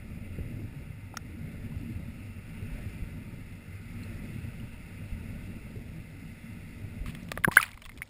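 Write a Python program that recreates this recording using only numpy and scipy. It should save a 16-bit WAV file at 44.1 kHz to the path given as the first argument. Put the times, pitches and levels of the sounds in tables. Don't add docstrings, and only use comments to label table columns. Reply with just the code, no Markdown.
import sys
import numpy as np
from scipy import signal
from scipy.fft import rfft, irfft, next_fast_len
from scipy.io import wavfile
from scipy.ndimage import uniform_filter1d

SR = 44100
rng = np.random.default_rng(int(sys.argv[2]) if len(sys.argv) > 2 else 0)


def level_to_linear(level):
    exponent = np.asarray(level, float) / 20
    return 10 ** exponent


def wrap_up_sound(samples):
    columns = np.atleast_2d(samples).T
    tamed = np.clip(columns, -1, 1)
    steps = np.round(tamed * 32767).astype(np.int16)
    wavfile.write(sys.argv[1], SR, steps)


N = 356767


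def rms_one(x):
    return x / np.sqrt(np.mean(x ** 2) + 1e-20)


def ramp(start_s, length_s):
    return np.clip((np.arange(N) / SR - start_s) / length_s, 0, 1)


def in_time(rows):
    s, *columns = np.transpose(rows)
    return [np.interp(np.arange(N) / SR, s, column) for column in columns]


def add(track, s, sound):
    i = round(s * SR)
    track[i:i + len(sound)] += sound[:N - i]


def drift(rate_hz):
    r = np.exp(-2 * np.pi * rate_hz * 40 / SR)
    chance = rng.standard_normal(N // 40 + 2002)
    slow = signal.lfilter([1], [1, -2 * r, r * r], chance)[2000:]
    return np.interp(np.arange(N) / 40, np.arange(len(slow)), rms_one(slow))


def resonate(x, hz, width_hz):
    r2 = np.exp(-2 * np.pi * width_hz / SR)
    top = np.array([1, 0, -1]) * (1 - r2) / 2
    return signal.lfilter(top, [1, -(1 + r2) * np.cos(2 * np.pi * hz / SR), r2], x)


def resonate_twice(x, hz, width_hz):
    return resonate(resonate(x, hz, width_hz), hz, width_hz)


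def turbulence(modes, patchy_db, lumpy_db, rate_hz):
    white = rng.standard_normal((2, N + SR))
    lumps = drift(6.4 * rate_hz)
    out = 0
    for k, (hz, width_hz, level_db) in enumerate(modes):
        band = resonate_twice(white[k % 2], hz, 1.28 * width_hz)[SR:]
        out = out + level_to_linear(level_db + patchy_db * drift(rate_hz) + lumpy_db * lumps) * band
    return rms_one(out)


# time_s, push_db on hull and case, wash_db along the housing
SWELL = [(0, -46, -58), (.43, -40.5, -56), (.7, -42.5, -57.5), (1.08, -48.5, -59.5), (1.52, -41, -56),
         (2.03, -43, -56.5), (2.39, -48.5, -56.5), (2.8, -42.5, -51), (3.2, -43.5, -56), (3.62, -50, -57.5),
         (3.94, -45.5, -53.5), (4.24, -40.5, -52.5), (4.85, -47.5, -55.5), (5.3, -43, -54.5),
         (5.9, -44.5, -57.5), (6.4, -49, -56.5), (7.01, -43.5, -56.5), (7.16, -46, -55.5)]


def swell():
    push_db, wash_db = in_time(SWELL)
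    last_crest = np.exp(-((np.arange(N) / SR - 7.97) / 0.06) ** 2)
    return push_db - 13.1 * ramp(7.45, 0.32) + 11 * last_crest, wash_db


# pitch_hz, width_hz, level_db
SURGE_TONES = [(17.5, 4.7, -1), (30, 6.1, -8), (40, 4, 0.5), (51.2, 17, -5), (63, 4.6, -20)]


def surge(push_db):
    level = level_to_linear(-52 + 1.33 * (push_db + 45)) + level_to_linear(-61)
    return level * turbulence(SURGE_TONES, patchy_db=0.9, lumpy_db=-0.2, rate_hz=1.8)


# pitch_hz, width_hz, level_db
HULL_TONES = [(80.5, 6.9, 0), (98, 12.5, 1.5), (120, 9.3, -1.5), (158.6, 25.6, -4.5), (178.1, 6, -5),
              (203.4, 20.6, -9), (229.6, 29.3, -6), (251.7, 11, -11), (275.3, 13.2, -13),
              (310, 56.4, -17.5), (380, 120, -25.5), (430, 50, -25), (553, 96, -26.5)]


def hull(push_db):
    return level_to_linear(push_db + 2.5) * turbulence(HULL_TONES, patchy_db=2.16, lumpy_db=1.54, rate_hz=6.4)


# pitch_hz, width_hz, level_db
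HOUSING_TONES = [(490, 213, -4.5), (783, 81, -8), (900, 58, -5.5), (1300, 180, -6.5), (1463, 150, -4),
                 (1756, 250, -6.5), (2087, 240, 1), (2300, 43, 0.5), (2415, 180, -3), (2660, 226, -2)]


def housing(wash_db):
    wash_db = wash_db - 19.3 * ramp(7.17, 0.3)
    rings = turbulence(HOUSING_TONES, patchy_db=1.22, lumpy_db=0.4, rate_hz=6)
    low = signal.sosfiltfilt(signal.butter(2, 1200, fs=SR, output="sos"), rings)
    low_level = level_to_linear(-56.5 + 0.26 * (wash_db + 56))
    return level_to_linear(wash_db) * (rings - low) + low_level * low


# pitch_hz, width_hz, level_db
HISS_TONES = [(3540, 480, -1.5), (3820, 190, -2), (4200, 640, -2.5), (4764, 290, -2), (5300, 920, -2)]


def fine_hiss(wash_db):
    rise_db = 0.28 * (np.arange(N) / SR - 4)
    level_db = -66.5 + 0.64 * (wash_db + 56) + rise_db - 5.5 * ramp(7.18, 0.2)
    return level_to_linear(level_db) * turbulence(HISS_TONES, patchy_db=0.4, lumpy_db=0.66, rate_hz=5.7)


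# start_s, peak_db, pitch_hz, t60_s (time to fall 60 dB)
KNOCK_TIMES = [(.384, -26, 163, 0.04), (.386, -28, 437, 0.018), (.59, -42, 325, 0.066),
               (1.89, -43, 310, 0.12), (5.755, -42.5, 409, 0.064), (.408, -31, 55.3, .06),
               (.55, -28.5, 101, 0.054), (1.764, -23.5, 95, 0.043), (1.9, -29.5, 113, 0.073),
               (2.716, -31.5, 41.5, 0.16), (3.02, -27, 47.4, 0.057), (5.122, -27, 45.3, 0.073),
               (5.762, -42, 109, 0.11), (7.003, -29, 45.3, 0.11), (7.058, -30.5, 48, 0.077),
               (7.745, -38, 40, 0.056), (7.85, -45.5, 30, 0.25), (7.98, -41, 70, 0.066),
               (7.946, -42, 261, 0.029), (7.874, -47, 90, 0.062), (8.0, -39.5, 120, 0.042),
               (7.82, -63, 640, 0.12), (.74, -43, 270, 0.067), (.76, -36.5, 140, .12), (1.72, -33, 150, .1),
               (2.62, -34, 100, 0.14), (2.86, -32.5, 98, .15)]


def knocks():
    out, t = np.zeros(N), np.arange(SR // 4) / SR
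    for s, peak_db, hz, t60_s in KNOCK_TIMES:
        swing = np.sin(2 * np.pi * hz * t) * (1 - np.exp(-t / 0.0054))
        add(out, s, level_to_linear(peak_db + 9 - 60 * t / t60_s) * swing)
    return out


def pops(rows):
    out, ms = np.zeros(N), np.arange(2600) * 1000 / SR
    for s, peak_db, hz, swell_ms, t60_ms, glide in rows:
        swelling = 1 - np.exp(-(ms / swell_ms) ** 2)
        dying = level_to_linear(-60 * np.maximum(ms - 1.3 * swell_ms, 0) / t60_ms)
        cycles = hz * (ms + glide * ms ** 2 / 200) / 1000
        add(out, s, level_to_linear(peak_db) * swelling * dying * np.sin(2 * np.pi * cycles))
    return out


# start_s, peak_db, pitch_hz, t60_ms
CREAK_TIMES = [
    (1.14, -34, 800, 12),
    (1.142, -38, 1300, 12),
    (1.1704, -24.5, 1350, 17),
    (1.1703, -20, 5540, 15),
    (1.1711, -25.5, 1760, 6.6),
    (1.1705, -40, 3620, 20),
    (4.034, -41.5, 4160, 14),
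    (4.599, -43, 2800, 18),
]


def creaks():
    return pops([(s, db, hz, 0.85, t60_ms, 0.3) for s, db, hz, t60_ms in CREAK_TIMES])


# start_s, peak_db, centre_hz, length_ms
WATER_DROPS = [(1.1706, -24.5, 2870, 0.89), (1.1703, -37, 700, 1.6), (4.034, -48, 4200, 1.5),
               (7.0592, -34, 1600, 2.4), (7.149, -36, 2800, 2.3), (7.231, -43, 5300, 2.5),
               (7.2865, -38.5, 3200, 1.8), (7.3169, -23, 3600, 1.1), (7.324, -36.5, 4000, 1.6),
               (7.356, -46, 4000, 1.5), (7.364, -44, 1500, 1.5), (7.3747, -31.5, 2200, 1.3),
               (7.386, -45, 3200, 3.5), (7.4382, -27, 3000, 1), (7.446, -19, 1900, 1.5),
               (7.477, -31, 1500, 1.5), (7.5165, -28.5, 3500, 2.7), (7.528, -31, 4500, 2.5),
               (7.539, -31, 4500, 3.3), (7.551, -31.5, 5450, 2.8), (7.5594, -25, 3500, 2.3),
               (7.5685, -18, 449, 1.5), (7.569, -29, 2480, 2.5), (7.581, -37.5, 1010, 9.5),
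               (7.59, -30.5, 2200, 2.9), (7.597, -37, 4000, 1.8), (7.608, -35, 1210, 8.9),
               (7.6125, -33, 3600, 3.7), (7.6278, -14.5, 2800, 1.8), (7.637, -32, 2800, 2.7),
               (7.662, -38.5, 1300, 2.5), (7.669, -42, 2000, 2.2), (7.688, -46, 1400, 2.1),
                (7.706, -48, 1800, 2), (7.7162, -34, 4000, 1.8), (7.741, -44, 3000, 4.9),
                (7.7745, -38, 1940, 2.6), (7.794, -50, 2800, 1.6), (7.819, -36, 2480, 4.4),
                (7.852, -35, 3000, 1.7), (7.859, -35, 2300, 4), (7.893, -34.5, 1970, 1.4),
                (7.918, -39.5, 2000, 1.4), (7.942, -50, 5000, 1.8), (7.974, -38, 3570, 7.2),
                (7.984, -44.5, 2500, 3.7), (8.007, -48, 900, 1.8), (8.022, -41.5, 4500, 5.8),
                (8.055, -49.5, 5000, 2.5), (8.074, -51, 4000, 4.9)]
# pitch_hz, width_hz, level_db
CASE_TONES = [(1050, 300, 15), (2050, 540, 10), (2600, 350, -13.5), (3350, 240, -2), (4700, 129, -16.5),
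              (5600, 440, 8.5)]


def drops():
    out, ms = np.zeros(N), np.arange(1300) * 1000 / SR
    for s, peak_db, hz, length_ms in WATER_DROPS:
        spread_hz = min(1.5 * hz, 3400)
        burst = rng.standard_normal(len(ms)) * (1 - np.exp(-ms / 0.29)) * np.exp(-ms / length_ms)
        spit = resonate(burst, hz, spread_hz)
        spit = resonate(spit, hz, 1.07 * spread_hz)
        rings = 0
        for case_hz, width_hz, level_db in CASE_TONES:
            luck_db = 1.8 * rng.standard_normal()
            rings = rings + level_to_linear(level_db + luck_db) * resonate(spit, case_hz, width_hz)
        spit = spit + rings
        add(out, s, level_to_linear(peak_db) * spit / np.abs(spit).max())
    return out


# start_s, peak_db, pitch_hz, swell_ms, t60_ms
SWOLLEN_POCKETS = [(1.715, -52, 900, 4.5, 40), (4.74, -53, 840, 4.5, 40), (7.4385, -26.5, 1980, 2.5, 24),
                   (7.52, -28.5, 1055, 1.1, 34), (7.534, -33, 1900, 1.2, 19), (7.568, 1.7, 1520, 3.3, 9),
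                   (7.569, -19.5, 2900, 1.6, 11), (7.575, -11, 1934, 4.7, 17), (7.598, -18, 1222, 2.3, 22),
                   (7.6215, -31, 2150, 1.6, 22), (7.731, -40.5, 2150, 1.4, 15), (7.841, -42, 3350, 1.4, 11),
                   (7.926, -49, 2050, 1.6, 16)]


def swollen_pockets():
    return pops([(*row, 1.26) for row in SWOLLEN_POCKETS])


# start_s, level_db, hold_s, release_db_per_s
FOAM_GUSHES = [
    (7.052, -57.5, .058, 1900),
    (7.15, -65.5, 0.25, 300),
    (7.509, -46.5, 0.014, 200),
    (7.564, -40, .045, 261),
    (7.63, -53.5, .03, 259.5),
    (7.815, -70, .05, 200),
]
# pitch_hz, level_db
BUBBLE_COLOUR = [(700, -1), (1200, -4.5), (2100, 0.5), (3200, -7.5), (4300, -19), (5600, -22)]


def foam():
    t, attack_s = np.arange(N) / SR, 0.009
    level = level_to_linear(-68.5) * ramp(FOAM_GUSHES[0][0], attack_s)
    for s, level_db, hold_s, release_db in FOAM_GUSHES:
        fall_db = release_db * np.maximum(t - s - hold_s, 0)
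        level = level + ramp(s, attack_s) * level_to_linear(level_db - fall_db)
    per_s = 2000 * np.maximum(level / level_to_linear(-62), 0.5) ** 0.4
    sizes = level_to_linear(4.6 * np.minimum(rng.exponential(1, N), 4)) * rng.choice([-1, 1], N) / np.sqrt(per_s)
    born = rng.random(N) < per_s * level_to_linear(3 * drift(60)) / SR
    pitches = np.geomspace(750, 5600, 18)
    dealt = rng.integers(0, 18, N)
    colour_hz, colour_db = np.transpose(BUBBLE_COLOUR)
    colour = level_to_linear(np.interp(np.log(pitches), np.log(colour_hz), colour_db))
    rings = 0
    for k, hz in enumerate(pitches):
        bursts = sizes * born * (dealt == k) + 1e-18
        rings = rings + colour[k] * resonate(bursts, hz, 0.13 * hz)
    return level * rms_one(rings)


def puff():
    start_s, length_s, edge_s = 7.06, 0.05, 0.006
    hiss = resonate_twice(rng.standard_normal(N), 2300, 2600)
    return level_to_linear(-50.5) * rms_one(hiss) * (ramp(start_s, edge_s) - ramp(start_s + length_s, edge_s))


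# start_s, peak_db
SNAP_TIMES = [
    (7.1493, -45),
    (7.2865, -48),
    (7.3173, -24.5),
    (7.3746, -23.5),
]
# pitch_hz, level_db, swell_ms, t60_ms, glide in % per ms
FILM_TONES = [(580, -1, 0.8, 12, .5), (1200, -7, 1.3, 29, -0.076), (1880, 0.7, 0.75, 8, -2.6)]


def snaps():
    rows = [(s, db + tone_db, hz, *shape) for s, db in SNAP_TIMES for hz, tone_db, *shape in FILM_TONES]
    return pops(rows)


# start_s, peak_db, pitch_hz, t60_ms, glide in % per ms
STRUCK_POCKETS = [(7.446, -6.5, 1682, 20, -1), (7.4475, -22.5, 1200, 13, -1), (7.4838, -19.5, 936, 32, 0.3),
                  (7.5138, -22.5, 1730, 4.9, -2), (7.5684, -6, 1373, 10, 6), (7.589, -20, 1700, 11, -3.5),
                  (7.6112, -21, 2500, 14, 0.5), (7.628, -25, 2396, 42, 0.4), (7.637, -29, 1640, 20, -2),
                  (7.6148, -26.5, 4550, 14, 7), (7.654, -38, 4650, 13, -2), (7.897, -40.5, 2050, 24, .3),
                  (8.0192, -19.5, 1990, 9.3, 2.5), (8.028, -34.5, 2250, 20, 0)]


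def struck_pockets():
    return pops([(s, db, hz, 0.44, t60_ms, glide) for s, db, hz, t60_ms, glide in STRUCK_POCKETS])


# start_s, peak_db
SLAP_TIMES = [
    (7.478, -9),
    (7.4836, -10),
]


def slaps():
    out, ms = np.zeros(N), np.arange(-220, 220) * 1000 / SR
    for s, peak_db in SLAP_TIMES:
        add(out, s - 220 / SR, level_to_linear(peak_db) * np.exp(np.where(ms < 0, ms / 1.3, -ms / 0.45)))
    return signal.sosfilt(signal.butter(2, [90, 1600], "band", fs=SR, output="sos"), out + 1e-18)


def scene():
    push_db, wash_db = swell()
    sea = surge(push_db) + hull(push_db) + housing(wash_db) + fine_hiss(wash_db)
    case = knocks() + creaks() + drops()
    surfacing = swollen_pockets() + foam() + puff() + snaps() + struck_pockets() + slaps()
    return (sea + case + surfacing)[None]


def band_limit(x):
    return signal.sosfilt(signal.butter(12, 16470, fs=SR, output="sos"), x)


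# low_hz, high_hz, threshold_db
GATED_BANDS = [(12800, 13250, -92), (15040, 15340, -87), (15340, 15850, -73), (15850, 16400, -63)]


def record(dry):
    sample_hz = 12000
    dry = dry / (1 + dry ** 6) ** (1 / 6)
    guard = signal.butter(8, 5650, fs=SR, output="sos")
    slow = signal.resample_poly(signal.sosfiltfilt(guard, dry), sample_hz // 300, SR // 300, axis=1)
    steps = np.repeat(slow, 4, axis=1)
    held = signal.resample_poly(steps, SR // 300, 4 * sample_hz // 300, axis=1)[:, :N]
    size = next_fast_len(N)
    spectrum, hz = rfft(held, size), np.arange(size // 2 + 1) * SR / size
    out = irfft(spectrum * (hz < GATED_BANDS[-1][1]), size)[:, :N]
    for low_hz, high_hz, threshold_db in GATED_BANDS:
        band = irfft(spectrum * (hz >= low_hz) * (hz < high_hz), size)[:, :N]
        shut = uniform_filter1d(band ** 2, size=1024) < level_to_linear(2 * threshold_db)
        out = out - band * uniform_filter1d(uniform_filter1d(shut * 1., size=400), size=400)
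    return band_limit(out)


dry = scene()
out = record(dry)
wrap_up_sound(out)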